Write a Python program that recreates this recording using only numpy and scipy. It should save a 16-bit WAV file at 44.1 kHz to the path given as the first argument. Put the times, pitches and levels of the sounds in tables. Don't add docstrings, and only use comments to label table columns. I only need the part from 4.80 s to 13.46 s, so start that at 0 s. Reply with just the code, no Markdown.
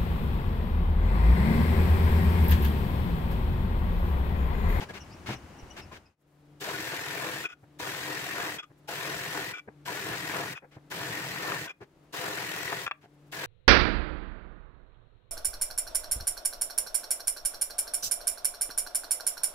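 import sys
import numpy as np
from scipy import signal
from scipy.fft import rfft, irfft, next_fast_len
from scipy.io import wavfile
from scipy.ndimage import uniform_filter1d, map_coordinates

SR = 44100
rng = np.random.default_rng(int(sys.argv[2]) if len(sys.argv) > 2 else 0)


def digitize_waveform(pressure):
    field = np.atleast_2d(pressure).T
    bounded = np.clip(field, -1, 1)
    quanta = np.round(bounded * 32767).astype(np.int16)
    wavfile.write(sys.argv[1], SR, quanta)


N = 381906

# (start [s], end [s], run-up time constant [s], hiss level [dB],
# chatter level [dB], thrum level [dB], hum level in the pause before [dB])
CUTS = [(1.807, 2.654, .22, -44, -45, -48, -57), (2.994, 3.778, 0.057, -44, -44.5, -47, -57.5),
        (4.082, 4.729, 0.088, -44, -45, -47, -60.5), (5.058, 5.744, 0.061, -44.5, -45.5, -45.5, -56),
        (6.107, 6.873, .15, -44.5, -45, -46.5, -58), (7.331, 8.064, 0.032, -43.5, -43.5, -49.5, -63.5),
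        (8.522, 8.678, 0.14, -46, -46.5, -49, -57)]


def jigsaw():
    whine_hz, sag_hz_per_db, run_up_hz, flutter_hz = 1900, 21, 250, 43.3
    load_db, run_up, entry, breakthrough, (hiss_db, chatter_db, thrum_db) = effort()
    ease_db = 6.5 * breakthrough
    chatter_db = chatter_db + load_db - 0.72 * ease_db
    thrum_db = thrum_db + 0.061 * load_db - 6.5 * entry - ease_db
    drive_db = -40.5 + 0.18 * load_db - 3.5 * entry - ease_db
    hiss_db = hiss_db + 0.14 * load_db - 0.46 * ease_db
    pitch = whine_hz - sag_hz_per_db * load_db - run_up_hz * run_up
    trigger = sum(gate(start - .004, end - start + .012, rise=.012, fall=.008) for start, end, *_ in CUTS)
    biting = sum(gate(start - .008, end - start + .006, rise=.016, fall=.01) for start, end, *_ in CUTS)
    flutter = 2 * np.pi * np.cumsum(flutter_hz + 0.15 * wobble(4.2)) / SR
    shake = amp(1.3 * np.cos(flutter) + 0.35 * np.cos(2 * flutter) + 0.25 * wobble(130))
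    thrum = spread(bites(500, scatter_db=6, smear=0.75), body(65, 248))
    chatter = spread(bites(1200, scatter_db=0, smear=1), body(184, 1287))
    gears = spread(bites(1800, scatter_db=3, smear=0.61), body(1460, 2690))
    hiss = spread(bites(5000, scatter_db=4, smear=1.07), body(3340, 21000))
    rough_tones = [tone(pitch + 52 * wobble(150) + 40 * wobble(25)) * (1 + 0.4 * wobble(120))
                   for _ in range(2)]
    whine = spread(np.array(rough_tones), np.ones_like)
    drive = amp(-1.8) * gears + amp(-5.5 - 6 * entry) * whine
    cut = amp(chatter_db) * chatter + amp(thrum_db) * thrum + amp(drive_db) * drive
    cut = trigger * grain(cut, patchy_db=1.5)
    hiss = biting * amp(hiss_db + 0.44 * wobble(180)) * grain(hiss, patchy_db=2.1)
    return shake * (cut + hiss)


def effort():
    # (time of peak [s], half length [s], load [dB])
    pushes = [(1.893, .055, 6.5), (2.139, .035, 5.5), (2.451, .075, 6.5), (3.043, .09, 3.5),
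              (3.317, .04, 4), (3.628, 0.06, 7.5), (4.114, .05, 3), (4.301, .1, 3.5), (4.577, .06, 5.5),
              (5.125, .065, 4.5), (5.319, .05, 6), (5.582, 0.075, 9.5), (6.238, .15, 2.5), (6.7, .075, 8),
              (7.463, .085, 6), (7.928, .014, 8.5), (8.65, .06, 6.5)]
    entry_s, breakthrough_s = 0.11, 0.047
    t = clock()
    load_db = sum(db * np.exp(-np.minimum(((t - s) / half) ** 2, 20)) for s, half, db in pushes)
    run_up, entry, breakthrough = np.zeros((3, N))
    levels = np.zeros((3, N))
    for start, end, run_up_s, *cut_db, _ in CUTS:
        now = t > start - .1
        age, remaining = np.maximum(t[now] - start, 0), np.maximum(end - t[now], 0)
        run_up[now] = np.exp(-age / run_up_s)
        entry[now] = np.exp(-age / entry_s)
        finishes = start < CUTS[-1][0]
        breakthrough[now] = np.exp(-remaining / breakthrough_s) * finishes
        levels[:, now] = np.array(cut_db)[:, None]
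    return load_db, run_up, entry, breakthrough, levels


def bites(rate, scatter_db, smear):
    clicks = (rng.random(N) < rate / SR) * amp(scatter_db * rng.standard_normal(N))
    return unit(clicks * noise()) + smear * noise()


def body(lo_hz, hi_hz):
    # (frequency [Hz], spectral density [dB])
    rasp = [(35, -37.5), (60, -26.5), (129, -7), (242, -11.5), (305, 0), (343, -6.5), (403, -2),
            (559, -7.5), (673, -5), (1290, -3.5), (1790, 0), (3190, -10), (7540, -20.5), (9300, -21.5),
            (15500, -25)]
    # (frequency [Hz], width [Hz], gain [dB])
    resonances = [(135, 11, 4.5), (244, 67, -10), (316, 39, 4.5), (399.5, 35, 5), (510, 30, 6.5),
                  (610, 39, 0.5), (688, 53, 6), (810, 14, -2), (972, 35, 4.5), (1458, 79, 5), (1976, 32, 4),
                  (2640, 900, 6), (7630, 2900, 2.5), (9570, 1670, -4), (12150, 1500, 2.5),
                  (15000, 900, -0.5)]
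    # (frequency [Hz], width [Hz], gain [dB])
    housing = [(1622, 40, 4), (1775, 55, 3.5)]

    def response(hz):
        peaks_db = sum(db / (1 + (2 * (hz - centre) / width) ** 2)
                       for centre, width, db in resonances + housing)
        return amp(along(rasp, hz) + peaks_db) * band(hz, lo_hz, hi_hz)
    return response


def grain(x, patchy_db):
    spectra = signal.stft(x, nperseg=1024)[2]
    patches = rng.standard_normal(spectra.shape[1:])
    for axis in (0, 1):
        patches = uniform_filter1d(patches, size=3, axis=axis)
    return signal.istft(spectra * amp(patchy_db * unit(patches)), nperseg=1024)[1][:, :N]


def squeals():
    # (frequency [Hz], width [Hz], level [dB])
    modes = [(1200, 160, -4), (1470, 200, 0), (2020, 200, -7), (2480, 220, 0), (3420, 250, -5),
             (5100, 500, -16), (6000, 500, -17), (6900, 600, -19)]
    # (time [s], frequency [Hz], level [dB])
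    squeaks = [(1.87, 622, -42), (1.935, 1466, -40), (4.076, 837, -46), (5.075, 972, -37.5),
               (5.176, 1480, -41), (6.643, 1137, -43)]
    # (time [s], length [s], level [dB], singing frequency [Hz])
    scrapes = [(2.635, 0.036, -38, 2473), (2.685, 0.037, -50, 2540), (2.716, .024, -51.5, 1440),
               (3.782, 0.027, -40, 3350), (3.824, 0.026, -50, 1222), (4.734, 0.028, -42, 2360),
               (4.76, 0.043, -47, 2340), (5.75, 0.038, -47, 2500), (6.874, .017, -43.5, 1526),
               (6.89, 0.028, -44, 2420), (8.06, 0.025, -40.5, 1380)]

    def steel(hz):
        return sum((-1) ** k * amp(db) * 1j * hz * width / (centre ** 2 - hz ** 2 + 1j * hz * width)
                   for k, (centre, width, db) in enumerate(modes))
    waver = 1 + 0.01005 * wobble(200)
    touch = lambda start, length: gate(start, length, rise=0.006, fall=0.0063)
    song = sum(amp(db) * touch(start, length=0.026) * tone(hz * waver) for start, hz, db in squeaks)
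    rub = np.zeros(N)
    for start, length, db, hz in scrapes:
        contact = amp(db) * touch(start, length)
        rub += contact
        song += amp(0.5) * contact * tone(hz * waver)
    ring = unit(sum(amp(db + 6 * wobble(70)) * tone(hz * (1 + .008 * wobble(200))) for hz, _, db in modes))
    scrape = spread(bites(2000, scatter_db=5.5, smear=0.88), steel)
    kerf = spread(bites(1200, scatter_db=5, smear=0.32), body(250, 1640))
    return rub * (amp(-3.3) * scrape + amp(-4.5) * ring + amp(-11) * kerf) + song * amp(3.3 * wobble(220))


def clacks():
    # (time [s], level [dB])
    impacts = [(3.604, -21.5), (5.777, -32), (6.693, -28), (6.72, -17.5), (7.928, -24), (8.067, -20.5),
               (8.078, -21.5), (8.112, -18.5), (8.117, -21.5)]
    # (frequency [Hz], level [dB], time to decay by 60 dB [s])
    modes = [(626, -36, 0.097), (786, -20.5, 0.038), (1190, -2.5, 0.02), (1650, 0.5, 0.014),
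             (2440, -2, 0.018), (2650, -11, 0.039), (3400, -8, 0.018)]
    out, t = np.zeros((2, N + SR)), np.arange(SR // 5) / SR
    attack = 1 - np.exp(-t / 0.00017)
    for start, db in impacts:
        ring = sum(amp(level + rng.normal(0, 1.9, (2, 1)) - 60 * t / t60)
                   * np.sin(2 * np.pi * hz * t + rng.uniform(0, 2 * np.pi)) for hz, level, t60 in modes)
        crack = 0.38 * amp(-60 * t / 0.0081) * rng.standard_normal((2, len(t)))
        first = round(start * SR)
        out[:, first:first + len(t)] += amp(db - 4) * (ring + crack) * attack
    return filtered(out[:, :N], lambda hz: 1 / (1 + (hz / 4200) ** 3))


def board():
    # (time [s], length [s], level [dB])
    slides = [(-0.002, 0.05, -43.5), (0.085, 0.035, -50.5), (0.133, 0.057, -47), (.458, .092, -42),
              (0.96, 0.053, -47), (1.114, 0.069, -52.5), (5.909, 0.06, -63), (7.004, 0.043, -61.5),
              (8.209, 0.054, -66)]
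    # (time [s], length [s], knock level [dB], thump level [dB], ring frequency [Hz])
    knocks = [(0.015, 0.023, -37, -52, 867), (0.085, 0.032, -42.5, -64, 1660), (.481, 0.024, -37, -32, 370),
              (0.501, 0.06, -46, -41.5, 330), (1.11, 0.027, -46, -57, 1040), (2.826, .024, -58, -53, 330),
              (3.895, 0.027, -61.5, -62, 300), (4.873, 0.022, -43.5, -51, 470),
              (5.818, 0.045, -53.5, -67, 525), (5.962, 0.017, -44.5, -42, 300),
              (7.003, 0.037, -45, -50, 420), (8.231, 0.038, -57.5, -61, 712)]
    # (frequency [Hz], spectral density [dB])
    knock_spectrum = [(120, -9), (200, 6.5), (252, -2), (377, 6), (491, -0.5), (878, 1), (1160, -9.5),
                      (1660, -2.5), (2500, -16), (3250, -51.5), (5500, -120)]
    scuff_spectrum = [(710, -21), (1200, -7.5), (1970, -8.5), (2170, -5.5), (4090, -14), (6040, -18.5),
                      (9320, -28.5), (15000, -32)]
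    thump_spectrum = [(50, -35), (90, -19), (125, 12.5), (170, -4), (300, -32.5), (600, -47), (1500, -100)]
    touch = lambda start, length: gate(start, length, rise=0.01, fall=0.0089)
    scuff = sum(amp(db) * touch(start, length) for start, length, db in slides)
    thump, knock, ring = np.zeros((3, N))
    waver_hz = 30 * wobble(170)
    for start, length, knock_db, thump_db, ring_hz in knocks:
        contact = touch(start, length)
        knock += amp(knock_db) * contact
        thump += amp(thump_db) * contact
        ring += amp(knock_db - 2.5) * contact * tone(ring_hz + waver_hz)
    judder = spread(bites(1500, scatter_db=5.5, smear=0.65), lambda hz: amp(along(knock_spectrum, hz)))
    judder *= np.hypot(knock, amp(-2) * scuff)
    bump = amp(-40) * gate(start=.828, length=0.014, rise=0.0049, fall=0.0065) * tone(np.full(N, 62))
    impacts = thump * rush(thump_spectrum) + judder + ring * amp(wobble(110)) + bump
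    return impacts + scuff * rush(scuff_spectrum)


def birds():
    # (time [s], length [s], start frequency [Hz], end frequency [Hz], level [dB])
    chirps = [(0.197, 0.028, 5800, 5490, -49.5), (0.299, 0.045, 4400, 5430, -56),
              (0.541, 0.032, 5800, 5700, -54), (.78, 0.026, 5670, 5850, -55.5),
              (0.899, 0.019, 5730, 5900, -49.5), (1.011, 0.026, 5460, 5260, -52.5),
              (1.252, 0.014, 4900, 5300, -59)]
    out, waver = np.zeros(N), 1 + .04 * wobble(700)
    for start, length, from_hz, to_hz, db in chirps:
        pitch = np.interp(clock(), [start, start + length], [from_hz, to_hz]) * waver
        voice = tone(pitch) + amp(-3) * tone(pitch / 2)
        out += amp(db) * gate(start, length, rise=0.0094, fall=0.0056) * voice
    return amp(-9.5) * out + amp(-6.5) * walls(out[None])


def workshop():
    # (frequency [Hz], spectral density [dB])
    rumble = [(13, -47), (22, -11), (53, -8), (70, 2.5), (113, -4.5), (173, -14), (200, -8.5), (260, -43),
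              (440, -120)]
    air = [(76, -28), (130, -4), (294, -1.5), (365, -2), (428, -8), (793, -7.5), (2880, -18), (3450, -24),
           (5900, -24.5), (9500, -32), (15000, -38)]
    room = [(15, -58), (25, -15), (86, -10.5), (118, -18.5), (158, -6), (213, -17.5), (301, -8), (501, -17),
            (588, -15.5), (637, -17.5), (3830, -33.5), (11200, -44.5), (15000, -51)]
    # (frequency [Hz], relative level [dB])
    partials = [(145.3, -63.5), (296.1, -67.5), (457.6, -86), (581.4, -87), (726.7, -91.5)]
    quiet_s, fade_s = 1.359, 0.4
    hum_swell_db, room_swell_db = 21, 13.5
    fade = np.clip((quiet_s - clock()) / fade_s, 0, 1)
    gust_db = .8 * wobble(8)
    opening = fade * (amp(-51 + gust_db) * rush(rumble) + amp(-51.5 + gust_db / 2) * rush(air))
    resting, hum_level, room_level = np.zeros((3, N))
    pause_starts = [quiet_s] + [cut[1] for cut in CUTS]
    for start, (end, *_, hum_db) in zip(pause_starts, CUTS):
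        progress = np.clip((clock() - start) / (end - start), 0, 1)
        dip = (1 - progress) ** 1.95
        pause = gate(start, end - start + 0.021, rise=0.07, fall=0.012)
        resting += pause
        hum_level += amp(hum_db - hum_swell_db * dip) * pause
        room_level += amp(-61.5 - room_swell_db * dip) * pause
    drift = 1 + .006 * wobble(14)
    hum = unit(sum(amp(db) * tone(hz * drift) for hz, db in partials)) * amp(0.42 * wobble(40))
    ticks = unit(amp(3.8 * wobble(50)) * spread(noise(), lambda hz: band(hz, 5300, 17000)))
    sawdust = amp(-83.5) * resting * ticks
    return opening + hum_level * hum + room_level * rush(room) + sawdust + amp(-89.5) * rush(air)


def walls(x):
    # (frequency [Hz], reverberation time [s])
    decay = [(200, 0.22), (1700, 0.24), (2600, 0.18), (10000, 0.059)]
    hz, t, spectra = signal.stft(rng.standard_normal((2, SR // 2)), SR, nperseg=256)
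    tail = signal.istft(spectra * amp(-60 * t / along(decay, hz)[:, None]), SR, nperseg=256)[1]
    return signal.fftconvolve(x, tail / np.linalg.norm(tail[0]), axes=1)[:, :N]


def spread(pair, colour):
    # (frequency [Hz], correlation [1])
    coherence = [(30, 0.65), (80, 1), (150, 1), (400, 0.86), (1000, 0.36), (2000, 0.28), (5000, 0.25),
                 (12000, 0.067)]

    def mid_side(hz):
        angle = np.arccos(np.clip(along(coherence, hz), -1, 1)) / 2
        return colour(hz) * np.array([np.cos(angle), np.sin(angle)])
    mid, side = filtered(pair, mid_side)
    return np.array([mid + side, mid - side]) / np.std(mid)


def rush(spectrum):
    return spread(noise(), lambda hz: amp(along(spectrum, hz)))


def noise():
    return rng.standard_normal((2, N))


def tone(hz):
    return np.sqrt(2) * np.sin(2 * np.pi * np.cumsum(hz) / SR)


def gate(start, length, rise, fall):
    t = clock() - start
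    live = (t > 0) & (t < length + 10 * fall)
    out = np.zeros(N)
    out[live] = np.minimum(t[live] / rise, 1) * np.exp(-np.maximum(t[live] - length + fall, 0) / fall)
    return out


def wobble(rate):
    return map_coordinates(rng.standard_normal(int(N * rate / SR) + 4), [np.arange(N) * rate / SR])


def filtered(x, response):
    size = next_fast_len(N + SR // 4)
    return irfft(rfft(x, size) * response(np.fft.rfftfreq(size, 1 / SR)), size)[..., :N]


def band(hz, lo_hz, hi_hz):
    return ((1 + (lo_hz / (hz + 1)) ** 12) * (1 + (hz / hi_hz) ** 12)) ** -.5


def along(points, hz):
    frequencies, values = np.transpose(points)
    return np.interp(np.log(hz + 1), np.log(frequencies + 1), values)


def amp(db):
    return 10 ** (np.asarray(db) / 20)


def unit(x):
    return x / np.sqrt(np.mean(x ** 2) + 1e-20)


def clock():
    return np.arange(N) / SR


def scene():
    # (frequency [Hz], left minus right [dB])
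    balance = [(60, -3.5), (110, 2), (200, 0.5), (380, 2.5), (700, 3.5), (1290, 3.5), (2380, 3.5),
               (4400, 1.5), (8120, 1.5), (15000, 8)]
    sides, lag_s = np.array([[1], [-1]]), 0.00012
    placement = lambda hz: amp(sides * along(balance, hz) / 2) * np.exp(1j * np.pi * hz * lag_s * sides)
    work = filtered(jigsaw() + squeals() + clacks() + board(), placement)
    return work + amp(-23) * walls(work) + (workshop() + birds()) * amp(sides * 1.28)


def record(dry):
    top_hz, slope_width_hz = 15800, 300
    return filtered(dry, lambda hz: np.clip((top_hz - hz) / slope_width_hz + .5, 0, 1))


dry = scene()
out = record(dry)
digitize_waveform(out)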